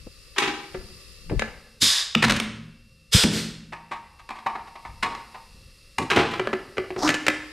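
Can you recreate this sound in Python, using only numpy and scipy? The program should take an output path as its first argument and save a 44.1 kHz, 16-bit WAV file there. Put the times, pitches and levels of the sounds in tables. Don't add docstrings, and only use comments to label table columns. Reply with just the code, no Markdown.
import sys
import numpy as np
from scipy import signal
from scipy.fft import rfft, irfft
from scipy.io import wavfile

SR = 44100
rng = np.random.default_rng(int(sys.argv[2]) if len(sys.argv) > 2 else 0)


def int16_out(signal):
    q = np.round(np.clip(np.atleast_2d(signal).T, -1, 1) * 32767)
    wavfile.write(sys.argv[1], SR, q.astype(np.int16))


N = 331632
FREQ = np.fft.rfftfreq(N, 1 / SR)
TIME = np.arange(N) / SR

# frequency in Hz, t60 in seconds.
ROOM_T60 = [(100, 1.0), (250, 0.87), (700, 0.65), (2000, 0.68), (4000, 0.66), (8000, .55), (14000, 0.24)]
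# frequency in Hz, relative level in dB.
HISS_COLOUR = [(150, -43), (250, -15), (537, -2), (636, -18), (925, -25), (1190, -6.5), (1620, -19),
               (1760, -9.5), (2440, -13), (2650, -3), (2990, -13.5), (4890, -3.5), (6420, -16.5),
               (9810, -14), (14500, -26.5)]
RUMBLE_COLOUR = [(12, -24), (20, -5), (51, -3), (182, -17), (221, -18), (247, -26.5), (300, -26.5),
                 (390, -38), (660, -120)]
WHINE_TONES = [(527.6, -70.5), (2595, -77), (2649, -72.5), (2708, -62)]
# time in seconds, relative level in dB.
HISS_LEVEL = [(0, -50), (1.0, -45.5), (1.75, -52.5), (2.2, -61), (3.0, -58), (3.9, -58), (5.2, -50),
              (5.9, -51.5), (7.52, -49)]
GUSTS = [(0.02, -47), (0.8, -41), (1.3, -36), (2.45, -50), (3.5, -51), (4.9, -43), (5.56, -45)]
# start in seconds, level in dB, length in seconds, top frequency in Hz.
THUMPS = [(0.066, -36, 0.007, 576), (1.308, -21.5, 0.024, 440), (1.355, -19.5, 0.018, 108),
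          (1.811, -33, 0.045, 328), (2.231, -27.5, 0.075, 190), (3.141, -13, 0.02, 170),
          (3.236, -19, 0.016, 450), (3.249, -29, 0.11, 398), (5.031, -41, 0.088, 540),
          (5.979, -27, 0.045, 450)]

# frequency in Hz, relative level in dB.
HEAP_COLOUR = [(240, -24.5), (400, 3.5), (472, -14.5), (628, -9), (914, -7), (1130, -2.5), (2220, -10),
               (2860, -12), (4920, -27), (8320, -41), (12700, -54.5), (14500, -57)]
STEEL_COLOUR = [(210, -33.5), (350, -12.5), (541, -20), (751, -3.5), (1130, -2), (1420, -13), (2130, -8),
                (3200, -20), (3860, -19.5), (4720, -28), (5270, -26.5), (5780, -31.5), (8950, -36),
                (14500, -59)]
SHELL_COLOUR = [(240, -37), (400, -0.5), (574, -3.5), (900, -6), (1820, -0.5), (2950, -7), (3280, -13),
                (4110, -14.5), (4920, -21), (5540, -21), (7600, -25), (12500, -43), (14500, -44)]
POP_COLOUR = [(300, -26), (800, -17), (1300, -1), (1900, 2), (2800, 2), (4200, -6), (7000, -19),
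              (14500, -35)]
BUCKLE_COLOUR = [(210, -30), (350, -1.5), (739, -2), (1690, 4.5), (2820, 0), (4100, -2), (4580, -7.5),
                 (5100, -8.5), (6450, -11.5), (7770, -14.5), (9230, -17), (12400, -27), (14500, -35)]
# frequency in Hz, relative level in dB, t60 in seconds.
HEAP_MODES = [(818, -2, .33), (1000, -1, .25), (1260, -9, .25), (1572, -8, .35), (2331, -9, .3),
              (2546, -12, .3), (2808, -11, .3)]
FRAME_MODES = [(732, -8, .3), (818, -6, .35), (919, 0, .4), (1000, -5, .2), (1082, -3, .22), (1141, 0, .25),
               (1238, -9, .3), (1674, -13, .2), (1900, -11, .15), (2370, -12, .18), (4050, -9, .04)]
CAN_MODES = [(571, -10, .3), (802, -8, .28), (1141, -12, .35), (1320, -11, .3), (1590, -10, .25),
             (1735, -4, .28), (1995, -5, .24), (2070, -6, .25), (3165, -13, .25), (4600, -15, .15)]
LID_MODES = [(856, -16, .3), (1715, 0, .3), (1873, -14, .3), (3165, -14, .35)]
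BUCKLE_MODES = [(1230, 15, 0.29), (1730, 7, 0.224), (1970, -23, .2), (2340, 3.5, 0.28), (2850, 9, 0.2)]
WALL_MODES = [(71.6, -5, 1.0), (106, -3, 0.43), (116.7, 0, 1.3), (160.3, 7, 1.15), (200, 2, 0.7),
              (295, 5, 0.54), (396, 0, 0.53)]

# start in seconds, relative clatter in dB,
# length in seconds, brightness in dB/octave, relative thud in dB.
TUMBLES = [(0.3617, -28, 0.018, 3, -54), (0.382, -14.5, 0.006, 7, -29), (0.42, -18.5, 0.017, 5, -20),
           (0.474, -23.5, 0.0088, 5, -22), (6.1015, -14.5, 0.014, 5, -29), (6.113, -18, 0.0045, 2, -17),
           (6.161, -18, 0.007, 7, -14), (6.171, -14.5, 0.007, 0, -11), (6.186, -16, 0.02, 2.5, -16),
           (6.311, -32, 0.011, 7, -34), (6.3363, -27, 0.007, 4, -28)]
# start in seconds, relative level in dB, length in seconds, brightness in dB/octave.
SCRAPES = [(3.722, -30, 0.013, -1), (3.912, -25.5, 0.018, 0), (4.2904, -34.5, 0.003, 1.5),
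           (4.303, -29, 0.009, -1.5), (4.385, -37.6, 0.01, -0.7), (4.461, -19.5, 0.011, -2.5),
           (4.551, -27, 0.0096, -4), (4.755, -37.5, 0.008, -2.5), (4.849, -33.5, 0.008, -1.5),
           (5.0255, -17.5, 0.012, 1.9), (5.11, -35, 0.016, 0.1), (5.1495, -33, 0.0036, 0.8),
           (5.342, -34.5, 0.014, -2), (5.9825, -20, 0.0042, 5)]
# start in seconds, relative crack in dB, length in seconds, relative hollow note in dB.
KNOCKS = [(0.745, -37.5, 0.007, -28.5), (1.297, -37, 0.0056, -38), (6.396, -22.5, 0.0035, -24.5),
          (6.5303, -24, 0.0068, -21.5), (6.7703, -32, 0.0047, -36), (6.7815, -25, 0.0026, -22.5),
          (6.9045, -35, 0.005, -27), (6.9624, -36, 0.0053, -26), (7.076, -22, 0.006, -27),
          (7.091, -17, 0.0042, -20), (7.102, -23, 0.0068, -30), (7.142, -22, 0.0073, -30),
          (7.2662, -20.5, 0.00475, -32), (7.2822, -14, 0.0037, -21)]
# start in seconds, relative level in dB, brightness in dB/octave.
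RIM_TAPS = [(1.3945, -25.5, 2.5), (1.421, -23, -3), (6.4725, -23, -4.5)]
# start in seconds, relative crack in dB, length in seconds, relative boom in dB.
RAM_JERKS = [(2.1497, -14.6, 0.002, -12.6), (2.2225, -15, 0.008, -24), (2.236, -14.5, 0.009, -23),
             (2.245, -19, 0.006, -21), (2.281, -26, 0.004, -36), (2.296, -17, 0.006, -24),
             (2.305, -19.5, 0.005, -22), (2.321, -22.9, 0.002, -23), (2.361, -26, 0.008, -24),
             (2.3995, -23, 0.003, -31), (3.235, -21, 0.005, -11.5)]

# frequency in Hz, relative level in dB.
OUT_COLOUR = [(240, -37), (400, -18), (900, -13), (1110, -5), (1410, -8), (1670, 0.5), (2250, -6.5),
              (3040, -2.5), (3590, 0.5), (4430, -1), (5070, -0.5), (6540, -9.5), (6840, -6.5), (10300, -16),
              (14500, -30)]
RETURN_COLOUR = [(240, -48), (400, 2.5), (741, -9), (1250, -3.5), (1410, 2), (1550, 0.5), (2860, -1.5),
                 (3380, -2), (3870, 0.5), (4920, -2), (6640, -8.5), (8070, -9), (14500, -27.5)]
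# frequency in Hz, width in Hz, relative strength in dB.
OUT_PEAKS = [(3650, 300, 3.5), (4950, 300, -1), (6350, 300, -2), (10300, 600, -3)]
RETURN_PEAKS = [(3400, 280, 6), (5020, 200, 3), (7900, 700, -3)]

# frequency in Hz, relative side level in dB.
WIDE_IMAGE = [(60, 7), (110, -3.5), (200, -3.5), (380, -5), (690, 2), (1270, -1), (2350, 3.5), (4330, 6.5),
              (7970, 10), (14700, 2)]
NARROW_IMAGE = [(60, -28), (110, -78.5), (200, -45.5), (380, -46.5), (690, -32.5), (1270, -59.5),
                (2350, -52.5), (4330, -30.5), (7970, -21.5), (14700, 0)]
# time in seconds, gain in dB.
WIDE_LEVEL = [(0, -10), (1.45, -7.5), (1.8, -26.5), (7.3, -32), (7.52, -7)]

BOOM_HZ = 219
SEATING_S = (6.975, 7.04)
HOLLOW_HZ, KNOCK_TILT_DB = (368, 305), (-3, 3.8)


def amp(db):
    return 10 ** (np.asarray(db) / 20)


def unit_rms(x):
    return x / np.sqrt(np.mean(x ** 2) + 1e-20)


def unit_blow(x):
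    return x * np.sqrt(SR / 100 / (np.sum(x ** 2) + 1e-20))


def read(points, hz):
    f, value = np.transpose(points)
    return np.interp(np.log(hz + 1), np.log(f), value)


def curve(points):
    return amp(np.interp(TIME, *np.transpose(points)))


def add(mix, s, sound):
    part = mix[max(round(s * SR), 0):][:len(sound)]
    part += sound[:len(part)]


def noise(gain):
    return unit_rms(irfft(rfft(rng.standard_normal(N)) * gain, N))


def click(colour, tilt_db, size=2048):
    hz = np.fft.rfftfreq(size, 1 / SR)
    db = read(colour, hz) + tilt_db * np.log2(np.clip(hz, 700, 9000) / 2000)
    cepstrum = irfft(np.log(amp(np.maximum(db, -90))))
    causal = cepstrum[:size // 2] * np.r_[.5, np.ones(size // 2 - 1)]
    return irfft(np.exp(2 * rfft(causal, size)))


def ring(modes, spread):
    longest = max(t60 for *_, t60 in modes)
    t = TIME[:int(SR * np.clip(longest, .1, 1))]
    out = np.zeros(len(t))
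    for (hz, db, t60), (force, detune) in zip(modes, rng.uniform(-1.1, 1, (len(modes), 2))):
        phase = 2 * np.pi * hz * (1 + spread * detune) * t + np.pi * force
        out += amp(db + 2 * force - 60 * t / t60) * np.sin(phase)
    return unit_blow(out)


def crackle(length, snaps_per_s, fizz, swell):
    t = TIME[:SR // 8]
    snaps = rng.standard_normal(len(t)) * (fizz + (rng.random(len(t)) < snaps_per_s / SR))
    snaps[0] = 2.5
    age = t / length
    return snaps * np.exp(-(age / 1.25) ** 2) * (age + .041) / (age + .018 + swell)


def blows(rows, colour, modes, ring_db, snaps_per_s, fizz, spread, swell):
    out = np.zeros(N)
    for s, db, length, tilt_db, *_ in rows:
        crack = signal.fftconvolve(crackle(length, snaps_per_s, fizz, swell), click(colour, tilt_db))
        add(out, s, amp(db) * unit_blow(crack))
        add(out, s + length / 2, amp(db + ring_db) * ring(modes, spread))
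    return out


def booms(rows, rise, t60, thud_db, depth):
    out, t = np.zeros(N), TIME[:SR // 2]
    envelope = (1 - np.exp(-t / rise)) ** 2 * amp(-60 * t / t60)
    for s, *_, db, hz in rows:
        note = unit_blow(np.sin(2 * np.pi * hz * t) * envelope)
        band = signal.butter(2, [hz * depth, hz * 2], "band", fs=SR, output="sos")
        thud = unit_blow(signal.sosfilt(band, rng.standard_normal(len(t)) * np.exp(-t / .0096)))
        add(out, s, amp(db) * unit_blow(note + amp(thud_db) * thud))
    return out


def room(x, wet_db, early_db):
    fade_in = np.clip(TIME[:SR] / .015 - .5, 0, 1)
    echoes = rng.standard_normal(SR) * (rng.random(SR) < 8000 / SR) * fade_in
    hz, t, spectra = signal.stft(echoes, SR, nperseg=256)
    tail = signal.istft(spectra * amp(-60 * t / read(ROOM_T60, hz)[:, None]), SR, nperseg=256)[1]
    tail *= amp(wet_db) / np.sqrt(np.mean(abs(rfft(tail, SR)[500:5000]) ** 2))
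    for delay, sign in zip(rng.uniform(.002, .02, size=8), rng.choice([-1, 1], size=8)):
        add(tail, delay, np.array([sign * amp(early_db) / np.sqrt(8)]))
    return x + signal.fftconvolve(x, tail)[:N]


def rumble(steady_db=-57, rise_s=.05, fall_s=.16):
    gusts = sum(amp(db) * np.exp(-np.maximum((s - TIME) / rise_s, (TIME - s) / fall_s))
                for s, db in GUSTS)
    return noise(amp(read(RUMBLE_COLOUR, FREQ))) * np.hypot(amp(steady_db), gusts)


def room_tone():
    waver = .00292 * np.cumsum(noise(1 / (1 + (FREQ / 8) ** 4))) / SR
    whine = sum(amp(db) * np.sqrt(2) * np.sin(2 * np.pi * hz * (TIME + waver)) for hz, db in WHINE_TONES)
    hiss = noise(amp(read(HISS_COLOUR, FREQ))) * curve(HISS_LEVEL)
    return amp(-4) * whine + amp(-5.2) * hiss + rumble()


def thumps():
    out = np.zeros(N)
    for s, db, length, top_hz in THUMPS:
        band = signal.butter(3, [top_hz / 6, top_hz], "band", fs=SR, output="sos")
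        low_noise = unit_rms(signal.sosfilt(band, rng.standard_normal(SR)))
        age = 2 * TIME[:SR] / length
        add(out, s, amp(db) * low_noise * age * np.exp(1 - age))
    return out


def can_bin(deep_hz=158, upper_hz=360, rattle_gap_s=.018):
    rattles = []
    for s, db, length, tilt_db, _ in TUMBLES:
        delays = np.cumsum(rattle_gap_s * (.5 + rng.random(size=3)))
        rattles += [(s + length + delay, db - 13 - 3 * k, .005, tilt_db) for k, delay in enumerate(delays)]
    clatter = blows(TUMBLES + rattles, HEAP_COLOUR, HEAP_MODES,
                    ring_db=-7.5, snaps_per_s=1500, fizz=.26, spread=.01, swell=.15)
    hardest = max(db for *_, db in TUMBLES)
    deep = [(s, hardest + 1.8 * (db - hardest), deep_hz) for s, *_, db in TUMBLES]
    upper = [(s, db, upper_hz * rng.uniform(.85, 1.15)) for s, *_, db in TUMBLES]
    thuds = booms(deep + upper, rise=.0029, t60=.25, thud_db=1.5, depth=.62)
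    return room(amp(-2.95) * clatter + amp(-7.5) * thuds, wet_db=-4.5, early_db=-6.5)


def flat_can(slip_after_s=.036, slip_s=.014):
    slips = [(s + slip_after_s * rng.uniform(.8, 1.2), db - 12.5, slip_s, tilt_db)
             for s, db, _, tilt_db in SCRAPES]
    ticks = [(s, -44, slip_s, 2) for s in rng.uniform(4.16, 4.92, size=6)]
    scrape = blows(SCRAPES + slips + ticks, STEEL_COLOUR, FRAME_MODES,
                   ring_db=-3, snaps_per_s=3200, fizz=.16, spread=.016, swell=.6)
    bump = booms([(s, db, BOOM_HZ) for s, db, *_ in SCRAPES], rise=.004, t60=.25, thud_db=2, depth=.5)
    return room(amp(-1.7) * scrape + amp(-18) * bump, wet_db=-8, early_db=-7)


def seated(s, ends):
    return np.interp(s, SEATING_S, ends)


def resonate(x, hz, width_hz):
    carrier = np.exp(2j * np.pi * np.cumsum(hz) / SR)
    pole = np.exp(-np.pi * width_hz / SR)
    envelope = signal.lfilter([(1 - pole) ** 2], [1, -2 * pole, pole * pole], x / carrier)
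    return unit_rms((carrier * envelope).real)


def slide(touch_s=6.975, push_s=7.016, stop_s=7.112, ramp_s=.012):
    touch, push, stop = (np.clip((TIME - s) / ramp_s, 0, 1) for s in (touch_s, push_s, stop_s - ramp_s))
    pushed_s = np.clip(TIME - push_s, 0, stop_s - push_s)
    slips = rng.standard_normal(N) * (.17 + (rng.random(N) < 1200 / SR))
    hollow = resonate(slips, seated(TIME, HOLLOW_HZ), width_hz=47)
    squeak = resonate(slips, 660 * 2 ** (17 * pushed_s), width_hz=700)
    rasp = resonate(slips, np.full(N, 5000.), width_hz=2800)
    level = amp(-32.5) * (touch - push) + amp(-22.5 - 45 * pushed_s) * push
    return (hollow + amp(-2) * squeak + amp(-7.5) * rasp) * level * (1 - stop)


def whole_cans(tap_s=.0028):
    knocks = [(s, db, length, seated(s, KNOCK_TILT_DB), note_db, seated(s, HOLLOW_HZ))
              for s, db, length, note_db in KNOCKS]
    in_hand = [knock for knock in knocks if knock[0] < SEATING_S[1]]
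    in_frame = [knock for knock in knocks if knock[0] >= SEATING_S[1]]
    taps = [(s, db, tap_s, tilt_db, db - 10, BOOM_HZ) for s, db, tilt_db in RIM_TAPS]
    seated_modes = [mode for mode in CAN_MODES if mode[0] > 1200]
    thin = dict(snaps_per_s=3000, fizz=.08, spread=.002, swell=.06)
    shell = blows(in_hand, SHELL_COLOUR, CAN_MODES, ring_db=-9, **thin)
    shell += blows(in_frame, SHELL_COLOUR, seated_modes, ring_db=-9.5, **thin)
    lid = blows(taps, SHELL_COLOUR, LID_MODES, ring_db=-9.5, **thin)
    hollow = booms(knocks + taps, rise=.00075, t60=.14, thud_db=-3, depth=.25)
    return room(amp(-.5) * (shell + hollow) + lid + slide(), wet_db=-9, early_db=-11)


def blast(colour, peaks, opens_s, rise_s, hold_s, db, sag_db_s, release_db_s):
    resonances = sum(2 * amp(2 * peak_db) / (1 + (2 * (FREQ - centre) / width) ** 2)
                     for centre, width, peak_db in peaks)
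    jet = noise(amp(read(colour, FREQ)) * np.sqrt(1 + resonances))
    hz, t, spectra = signal.stft(jet, SR, nperseg=256)
    tilt_db = 5.2 - 20 * np.clip(t - opens_s, 0, hold_s)
    spectra *= amp(tilt_db * np.log2(np.maximum(hz, 1500) / 4000)[:, None])
    age = np.maximum(TIME - opens_s, 0)
    opening = np.minimum(age / rise_s, 1) ** 5
    fall_db = np.minimum(sag_db_s * age + release_db_s * np.maximum(age - hold_s, 0), 200)
    return signal.istft(spectra, SR, nperseg=256)[1][:N] * opening * amp(db - fall_db)


def valve():
    air = blast(OUT_COLOUR, OUT_PEAKS,
                opens_s=1.789, rise_s=.033, hold_s=.22, db=-15.3, sag_db_s=55, release_db_s=240)
    air += blast(RETURN_COLOUR, RETURN_PEAKS,
                 opens_s=3.1, rise_s=.035, hold_s=.141, db=-14, sag_db_s=58, release_db_s=1200)
    air += blast(RETURN_COLOUR, [],
                 opens_s=3.23, rise_s=.11, hold_s=.16, db=-28.5, sag_db_s=22, release_db_s=125)
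    return room(amp(1.5) * air, wet_db=-7, early_db=-21.5)


def ram(crush_s=(2.15, 2.4), tilt_db=(-1.5, 2)):
    jerks = [(s, db, length, np.interp(s, crush_s, tilt_db), boom_db, BOOM_HZ)
             for s, db, length, boom_db in RAM_JERKS]
    crumple = dict(ring_db=-19, snaps_per_s=3800, fizz=.12, spread=.041, swell=.85)
    out = blows(jerks[:1], POP_COLOUR, BUCKLE_MODES, **crumple)
    out += blows(jerks[1:], BUCKLE_COLOUR, BUCKLE_MODES, **crumple)
    add(out, .007, amp(-2) * booms(jerks, rise=.012, t60=.08, thud_db=-10, depth=.45))
    for s, *_, boom_db in RAM_JERKS:
        add(out, s + .00973, amp(boom_db - 11) * ring(WALL_MODES, spread=.0266))
    return room(out, wet_db=-7, early_db=-15.5)


def scatter(x, image, seconds):
    smear = rfft(rng.standard_normal(SR) * np.exp(-TIME[:SR] / seconds), N)
    smear /= np.sqrt(np.mean(abs(smear) ** 2))
    return irfft(rfft(x) * smear * amp(read(image, FREQ)), N)


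def scene():
    mid = valve() + ram() + whole_cans() + flat_can() + can_bin() + thumps() + room_tone()
    side = scatter(mid, WIDE_IMAGE, seconds=.0067) * curve(WIDE_LEVEL)
    side += scatter(mid, NARROW_IMAGE, seconds=.0013)
    return np.array([mid + side, mid - side])


def record(dry):
    held = dry / (1 + dry ** 6) ** (1 / 6)
    lowpass = signal.firwin(511, 14450, window=("kaiser", 9), fs=SR)
    return signal.oaconvolve(held, lowpass[None], "same")


dry = scene()
out = record(dry)
int16_out(out)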